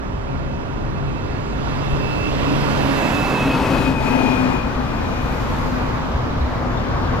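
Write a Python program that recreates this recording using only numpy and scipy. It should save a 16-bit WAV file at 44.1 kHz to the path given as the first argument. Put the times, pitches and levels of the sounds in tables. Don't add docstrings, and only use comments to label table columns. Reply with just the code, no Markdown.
import sys
import numpy as np
from scipy import signal
from scipy.fft import rfft, irfft
from scipy.io import wavfile
from scipy.ndimage import uniform_filter1d

SR = 44100
rng = np.random.default_rng(int(sys.argv[2]) if len(sys.argv) > 2 else 0)


def unload_audio(sound):
    columns = np.transpose(np.atleast_2d(sound))
    steps = np.round(np.clip(columns, -1, 1) * 32767)
    wavfile.write(sys.argv[1], SR, steps.astype(np.int16))


N = 317520
FRAME, HOP = 2048, 512
T = np.arange(N) / SR
FRAME_T = np.arange(-(-N // HOP) + 1)[:, None] * HOP / SR
HZ = np.fft.rfftfreq(FRAME, 1 / SR)


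def amp(db):
    return 10 ** (np.asarray(db) / 20)


def unit(x):
    return x / np.sqrt(np.mean(abs(x) ** 2) + 1e-20)


def curves(rows, t):
    s, *columns = np.transpose(rows)
    return [np.interp(t, s, c) for c in columns]


def by_hz(points):
    f, value = np.transpose(points)
    return np.interp(np.log(HZ + 1), np.log(f), value)


def wander(rate_hz):
    f = np.fft.rfftfreq(N, 1 / SR)
    slow = rfft(rng.standard_normal(N)) * np.exp(-(f / rate_hz) ** 2)
    return unit(irfft(slow, N))


def noise():
    a, b = rng.standard_normal((2, len(FRAME_T), len(HZ)))
    return (a + 1j * b) / np.sqrt(2)


def to_sound(z):
    return signal.istft(np.swapaxes(z, -1, -2), nperseg=FRAME, noverlap=FRAME - HOP)[1][..., :N]


def colour(shape):
    return shape / np.std(to_sound(noise() * shape))


# f/Hz, correlation (-1 to 1)
PORT_LIKENESS = [(50, 0.88), (150, 0.94), (300, 0.3), (600, 0.11), (1500, 0.021), (3000, -0.51),
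                 (7000, -0.58), (15000, -0.69)]


def scattered():
    same = np.clip(by_hz(PORT_LIKENESS), -1, 1)
    mid = noise() * np.sqrt((1 + same) / 2)
    side = noise() * np.sqrt((1 - same) / 2)
    return np.array([mid + side, mid - side])


# f/Hz, left over right level/dB
PORT_SHADE = [(100, -2.5), (170, 3), (260, 6.5), (400, 9.5), (900, 12.5), (2600, 17), (4500, 9), (7500, 7),
              (10000, -2), (15000, 6)]
# f/Hz, left lead/rad
PORT_LEAD = [(50, 0.8), (200, 2.05), (400, 1.97), (800, 2.2), (2000, 3.2), (4000, 2.2), (5500, 2.62),
             (15000, 2.95)]


def ports(bearing, lead):
    left = amp(bearing * by_hz(PORT_SHADE) / 2) * np.exp(.5j * lead * by_hz(PORT_LEAD))
    pair = np.array([left, 1 / left])
    return pair / np.sqrt(np.mean(abs(pair) ** 2, 0))


def street(x, t60, wet_db):
    t = T[:SR]
    taps = rng.standard_normal((2, SR)) * (rng.random((2, SR)) < .03)
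    taps = taps * (t > .012) * amp(-60 * t / t60)
    taps /= np.linalg.norm(taps, axis=1, keepdims=True)
    return amp(wet_db) * signal.fftconvolve(x[None], taps, axes=1)[:, :N]


def receding(t, nearest_s, width_s):
    return (t - nearest_s) / np.hypot(t - nearest_s, width_s)


def distance_db(t, nearest_s, width_s):
    return -10 * np.log10(1 + ((t - nearest_s) / width_s) ** 2)


PASS_S, PASS_WIDTH_S = 3.67, .76
SPEED_M_PER_S, SOUND_M_PER_S = 16.7, 343
CRUISE_S, SPEED_UP_PER_S = 2.5, .0105


def scooter_pitch(t):
    speed = 1 - SPEED_UP_PER_S * np.maximum(CRUISE_S - t, 0)
    return speed * (1 - SPEED_M_PER_S / SOUND_M_PER_S * receding(t, PASS_S, PASS_WIDTH_S))


AHEAD_S, SWING_S, BEARING_SWING, BEARING_OFFSET = 3.51, 0.31, 0.96, -0.003


def scooter_ports(lead_s=3.56, lead_sweep_s=0.83):
    bearing = BEARING_OFFSET + BEARING_SWING * receding(FRAME_T, AHEAD_S, SWING_S)
    return ports(bearing, receding(FRAME_T, lead_s, lead_sweep_s))


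def placed(x):
    z = signal.stft(x, nperseg=FRAME, noverlap=FRAME - HOP)[2].T
    return to_sound(z * scooter_ports())


def behind_cars(t, clear_s, length_s):
    return (1 - np.tanh((t - clear_s) / length_s)) / 2


# t/s, length/s, loss level/dB
ROADSIDE_SCREEN = (3.965, 0.072, 5.7)
# t/s, length/s
HOUSE_CORNER = (4.58, 0.042)


def shadow_db(t, corner_db):
    s, length, loss_db = ROADSIDE_SCREEN
    corner_s, corner_length = HOUSE_CORNER
    hidden = (1 + np.tanh((t - corner_s) / corner_length)) / 2
    return -loss_db * np.exp(-((t - s) / length) ** 2) - corner_db * hidden


def engine(orders, crank_hz, flutter):
    turns = np.cumsum(crank_hz * (1 + .003 * wander(10))) / SR
    tones = np.zeros(N)
    for multiple, db in orders:
        blur = flutter * (1 + .3 * (multiple - 1))
        beats = (1 + blur * (wander(8) + 1j * wander(8))) / np.sqrt(1 + 2 * blur ** 2)
        wave = beats * np.exp(2j * np.pi * (multiple * turns + rng.random()))
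        tones += np.sqrt(2) * amp(db) * wave.real
    return tones


def tyres(level_db, bright_db, spectrum, direction, direct_db, scatter_db, treble_db, patchy_db,
          nearest_s, near_length, fizz_db):
    treble = by_hz([(900, 0.024), (2000, 0.82), (4000, 1.25), (7000, 0.94), (12000, 1.8)])
    patches = uniform_filter1d(noise().real, size=9, axis=0)
    patches = unit(uniform_filter1d(patches, size=40, axis=1))
    field_db = level_db + treble * (bright_db + treble_db) + patchy_db * patches
    near = np.exp(-((FRAME_T - nearest_s) / near_length) ** 2)
    fizz = by_hz([(5000, 0.0096), (8000, 0.37), (11000, 0.78), (15000, 0.0)])
    field_db = field_db + fizz_db * near * fizz
    arrival = amp(direct_db) * noise() * direction + amp(scatter_db) * scattered()
    return to_sound(arrival * amp(field_db) * colour(amp(by_hz(spectrum))))


# t/s, relative level/dB
RUMBLE_LEVEL = [(0, -30), (1.4, -29.5), (2.4, -29), (3.7, -29.5), (3.88, -26), (4.3, -29), (5.3, -27),
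                (6.3, -27.5), (7.2, -25)]
# f/Hz, relative level/dB per Hz
RUMBLE_SPECTRUM = [(10, -5), (25, -7), (38, 2), (55, 4.5), (80, -1), (120, 0), (170, -6.5), (240, -5.5),
                   (350, -12), (700, -45), (2000, -57.5)]


def rumble(gain_db):
    level_db = curves(RUMBLE_LEVEL, T)[0]
    sound = to_sound(scattered() * colour(amp(by_hz(RUMBLE_SPECTRUM))))
    balance = amp([[.7], [-.7]])
    return sound * amp(level_db + gain_db) * balance


# f/Hz, relative level/dB per Hz
SCOOTER_SPECTRUM = [(60, -15), (170, 1), (270, 0), (350, -4.5), (440, -3), (550, -1.5), (750, -5),
                    (1050, -4), (1500, -8), (2200, -12.5), (3300, -16.5), (4800, -22.5), (7000, -31),
                    (9500, -40.5), (12800, -36.5), (15500, -56)]


def scooter_rush(peak_db=-19.5, far_db=-32.0, loudest_s=3.504, width_s=1.14, abreast_db=3, abreast_s=0.32,
                 dull_db=-17.0, bright_db=2.5, brightest_s=2.26, bright_length=1.0,
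                 clear_s=2.34, clear_length=0.2, parked_db=2.5, masked_db=2.0, echo_front=0.2, echo_rear=0.24):
    abreast = np.exp(-((FRAME_T - loudest_s) / abreast_s) ** 2)
    near_db = peak_db + 1.45 * distance_db(FRAME_T, loudest_s, width_s) - abreast_db * abreast
    near_db = near_db - parked_db * behind_cars(FRAME_T, clear_s, clear_length)
    level_db = 20 * np.log10(np.hypot(amp(near_db), amp(far_db))) + shadow_db(FRAME_T, corner_db=5.5)
    top_db = dull_db + bright_db / (1 + ((FRAME_T - brightest_s) / bright_length) ** 4)
    top_db = top_db - masked_db * behind_cars(FRAME_T, clear_s=1.63, length_s=0.081)
    going = (1 + receding(FRAME_T, PASS_S, PASS_WIDTH_S)) / 2
    echoed = np.clip(echo_front + (echo_rear - echo_front) * going, .02, .9)
    return tyres(level_db, top_db, SCOOTER_SPECTRUM, scooter_ports(),
                 10 * np.log10(1 - echoed), 10 * np.log10(echoed), treble_db=15,
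                 patchy_db=1.0, nearest_s=3.7, near_length=1.4, fizz_db=8.0)


CRANK_HZ = 130.4
THROB = .13


def throbbing(rush, top_hz=1700):
    firings = np.cumsum(CRANK_HZ / 2 * scooter_pitch(T) * (1 + .02 * wander(8))) / SR
    puff = unit(np.cos(2 * np.pi * firings) + .7 * np.cos(4 * np.pi * firings))
    depth = THROB * amp(distance_db(T, PASS_S, 1.2))
    body = signal.sosfiltfilt(signal.butter(2, top_hz, fs=SR, output="sos"), rush)
    return rush + depth * puff * body


# f/Hz, relative level/dB per Hz
HISS_SPECTRUM = [(2500, -30), (4000, 2), (5100, 15), (6300, -46), (7800, 0), (9500, -38), (11300, -9),
                 (14000, -20), (15500, -21)]


def thin_hiss(level_db=-48, loudest_s=3.05, rise_s=1.9, fall_s=0.51):
    width_s = np.where(FRAME_T < loudest_s, rise_s, fall_s)
    gain = amp(level_db + 4.3 * distance_db(FRAME_T, loudest_s, width_s))
    arrival = noise() * scooter_ports() + .5 * scattered()
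    return to_sound(arrival * gain * colour(amp(by_hz(HISS_SPECTRUM))))


# multiple of the crank speed, relative level/dB from the front, from the rear
LOUDER_ORDERS = [(1, -43, -31), (1.5, -33, -55), (2, -40, -47), (2.5, -34, -41), (3, -32, -34.5),
                 (4.5, -40, -50), (5.5, -41, -45), (6, -44, -33.5), (7, -39.5, -32.5), (7.5, -36.5, -38),
                 (8.5, -38, -43.5), (10.5, -38.5, -43)]
COMPANION_ORDERS = [(2, -40, -37.5), (3, -44, -42), (4, -35, -48), (5, -46, -52), (6.5, -38.5, -33.5),
                    (7, -47, -40)]
# t/s, level/dB
COMPANION_LOWEST = [(.15, -44), (.4, -27), (.7, -34.5), (1.05, -27), (1.35, -39), (1.65, -32),
                    (1.92, -25.5), (2.25, -34), (2.5, -24), (2.75, -26), (3.1, -36.5), (3.75, -28.5),
                    (4.3, -35), (4.8, -39)]
# t/s, level/dB
PIPE_BOOM = [(2.1, -45), (2.5, -24), (2.75, -44), (2.92, -23), (3.15, -40), (3.52, -26), (3.7, -31),
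             (3.88, -23), (4, -33.5), (4.15, -21), (4.33, -19.5), (4.52, -23.5), (4.64, -35), (7.2, -36)]
# f/Hz, width/Hz, relative level/dB
SILENCER_MODES = [(243, 12, -3), (258.4, 16, -3), (279, 36, -5.5), (503, 29, -12.5), (879, 25, -11.5)]
COMPANION_ENGINE = 1.034
BOOM_HZ = 264


def exhaust(gain_db=-1.0, falloff=0.65, gas_db=-26, gas_falloff=1.3, left_db=1.0, rear_left_db=2.5):
    near_db = distance_db(T, PASS_S, PASS_WIDTH_S)
    away = receding(T, PASS_S, PASS_WIDTH_S)
    going = (1 + away) / 2
    pitch = scooter_pitch(T)
    common_db = gain_db + falloff * near_db + shadow_db(T, corner_db=9.0)

    def heard(table):
        return [(k, front_db + (rear_db - front_db) * going + common_db) for k, front_db, rear_db in table]

    companion = heard(COMPANION_ORDERS) + [(1, curves(COMPANION_LOWEST, T)[0])]
    tones = engine(heard(LOUDER_ORDERS), CRANK_HZ * pitch, flutter=.32)
    tones = tones + engine(companion, COMPANION_ENGINE * CRANK_HZ * pitch, flutter=.18)
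    boom = engine([(1, curves(PIPE_BOOM, T)[0])], BOOM_HZ * pitch, flutter=.15)
    frame_pitch = scooter_pitch(FRAME_T)
    pipe = sum(amp(db) / (1 + ((HZ - hz * frame_pitch) / width * 2) ** 2) for hz, width, db in SILENCER_MODES)
    gas_gain = amp(gas_db + gas_falloff * near_db + shadow_db(T, corner_db=-1.5))
    gas = to_sound(noise() * colour(pipe)) * gas_gain
    sound = tones + boom + gas + straggler()
    lean = amp(np.array([[1], [-1]]) * (left_db + rear_left_db * np.maximum(away, 0)))
    lean = lean / np.sqrt(np.mean(lean ** 2, 0))
    return (placed(sound) + street(sound, t60=0.54, wet_db=-10)) * lean


def gears(hz, jitter, flutter, halo_db):
    turn = np.exp(2j * np.pi * np.cumsum(hz * (1 + jitter * wander(20))) / SR)
    beats = flutter * (wander(26) + 1j * wander(26))
    halo = amp(halo_db) * (wander(170) + 1j * wander(99))
    power = 1 + 2 * flutter ** 2 + 2 * amp(halo_db) ** 2
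    return np.sqrt(2 / power) * (turn * (1 + beats + halo)).real


DIP_S, DIPS_PER_S, DIP_SPREAD_S, ECHO_SHARE = 3.81, 9.15, 1.6, .8


def wall_beats(length_s=0.36):
    cycles = DIPS_PER_S * DIP_SPREAD_S * receding(T, DIP_S, DIP_SPREAD_S)
    echo = ECHO_SHARE * np.exp(-((T - DIP_S) / length_s) ** 2)
    return abs(1 - echo * np.exp(2j * np.pi * cycles)) / np.sqrt(1 + echo ** 2)


# t/s, level/dB
WHINE_LEVEL = [(0, -53.5), (.95, -51), (1.2, -45), (1.6, -49), (1.98, -40), (2.07, -36.5), (2.27, -32),
               (2.37, -46), (2.49, -30.5), (2.6, -42), (2.72, -37), (3.3, -31), (3.6, -32), (3.85, -31.5),
               (3.97, -35), (4.07, -30), (4.2, -31.5), (4.36, -31), (4.5, -40), (4.59, -33.5),
               (4.69, -47.5), (5.25, -41), (5.55, -54), (5.8, -45), (6.1, -58), (7.2, -63)]
WHINE_HZ, COMPANION_GEARS = 2542, 1.024


def whine(gain_db=0, companion_db=-7.5):
    hz = WHINE_HZ * scooter_pitch(T)
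    abreast = np.exp(-((T - 3.4) / .45) ** 2)
    hidden = behind_cars(T, clear_s=2.0, length_s=.1)
    louder = gears(hz, jitter=.002 + .004 * abreast, flutter=.25 + .35 * abreast + .6 * hidden, halo_db=-11)
    companion = gears(COMPANION_GEARS * hz, jitter=.005, flutter=.9, halo_db=-2)
    both = louder * wall_beats() + amp(companion_db) * companion
    sound = amp(gain_db + curves(WHINE_LEVEL, T)[0]) * both
    return placed(sound) + street(sound, t60=0.62, wet_db=-10)


# t/s, peak level/dB, f/Hz, length/s
AIR_PUFFS = [(1.569, -19, 60, 0.0067), (1.935, -12, 45, 0.0063), (6.157, -14, 66, 0.019),
             (6.437, -16, 67.6, 0.034)]


def puffs():
    out = np.zeros(N)
    for s, db, hz, length in AIR_PUFFS:
        push = np.cos(2 * np.pi * (hz * (T - s) + rng.random()))
        out += amp(db) * np.exp(-((T - s) / length) ** 2) * push
    return out


# t/s, level/dB
STRAGGLER_LEVEL = [(1.2, -53), (2.1, -31.5), (2.6, -30.5), (2.86, -30.5), (3.04, -35), (3.2, -25),
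                   (3.31, -40), (3.42, -28), (3.55, -46), (3.7, -41), (3.85, -30), (4, -42), (4.25, -28),
                   (4.7, -52), (7.2, -47)]
STRAGGLER_HZ, STRAGGLER_LAG_S = 142.3, .08


def straggler(gain_db=0, overtone_db=-46):
    fuller = 8 * behind_cars(T, clear_s=2.95, length_s=0.18)
    overtone = overtone_db + fuller + 1.3 * distance_db(T, 2.3, 0.66)
    orders = [(2, curves(STRAGGLER_LEVEL, T)[0] + gain_db), (3, overtone)]
    return engine(orders, STRAGGLER_HZ * scooter_pitch(T - STRAGGLER_LAG_S), flutter=.25)


# nearest t/s, half length/s, level/dB there, relative treble level/dB
FOLLOWING_CARS = [(5.447, 0.89, -26.5, -15.5), (7.162, 0.66, -24.5, -18)]
# t/s, bearing (-1 right to 1 left)
CAR_BEARING = [(4.7, 0.012), (5.15, 0.44), (5.45, 0.0077), (5.8, -0.37), (6.4, -0.38), (6.8, 0.52),
               (7.2, 0.39)]
# f/Hz, relative level/dB per Hz
TRAFFIC_SPECTRUM = [(80, -6.5), (250, -1), (390, -2.5), (500, 1), (750, -2), (1100, 0), (1600, -8),
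                    (2300, -16), (3300, -20.5), (5000, -26.5), (7000, -34), (9500, -52), (12800, -41),
                    (15500, -60)]


def traffic(falloff=1.24):
    powers = [amp(db + falloff * distance_db(FRAME_T, s, width)) ** 2 for s, width, db, _ in FOLLOWING_CARS]
    total = sum(powers)
    top_db = sum(power * car[3] for power, car in zip(powers, FOLLOWING_CARS)) / total
    bearing, = curves(CAR_BEARING, FRAME_T)
    return tyres(10 * np.log10(total), top_db, TRAFFIC_SPECTRUM, ports(bearing, bearing),
                 direct_db=-5.0, scatter_db=-2.0, treble_db=18,
                 patchy_db=0.9, nearest_s=5.46, near_length=0.55, fizz_db=12.5)


# multiple of the crank speed, relative level/dB
CAR_ORDERS = [(1, -3.5), (2, -7)]


def drone(level_db=-33, crank_hz=123, sag_hz_per_s=1.5, nearest_s=6.6, width_s=2.7):
    tones = engine(CAR_ORDERS, crank_hz - sag_hz_per_s * (T - nearest_s), flutter=0.39)
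    return tones * amp(level_db + 2 * distance_db(T, nearest_s, width_s))


# t/s, level/dB, f/Hz, width/Hz, length/s
STREET_SQUEAKS = [(6.313, -45, 3750, 250, .008), (6.42, -40, 3850, 250, 0.011),
                  (6.465, -51, 3670, 250, .007), (6.78, -40, 3600, 247.8, 0.01)]


def squeaks():
    out = np.zeros((2, N))
    for s, db, hz, width, length in STREET_SQUEAKS:
        ring = to_sound(scattered() * np.exp(-((HZ - hz) / width) ** 2))
        out += amp(db) * unit(ring) * np.exp(-((T - s) / length) ** 2)
    return out


def scene():
    scooters = throbbing(scooter_rush()) + thin_hiss() + exhaust() + whine()
    return rumble(gain_db=3.0) + scooters + puffs() + traffic() + drone() + squeaks()


EDGE_HZ = 15750


def record(dry):
    low_pass = signal.firwin(511, EDGE_HZ, window=("kaiser", 9), fs=SR)
    return signal.oaconvolve(dry, low_pass[None], "same")


dry = scene()
out = record(dry)
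unload_audio(out)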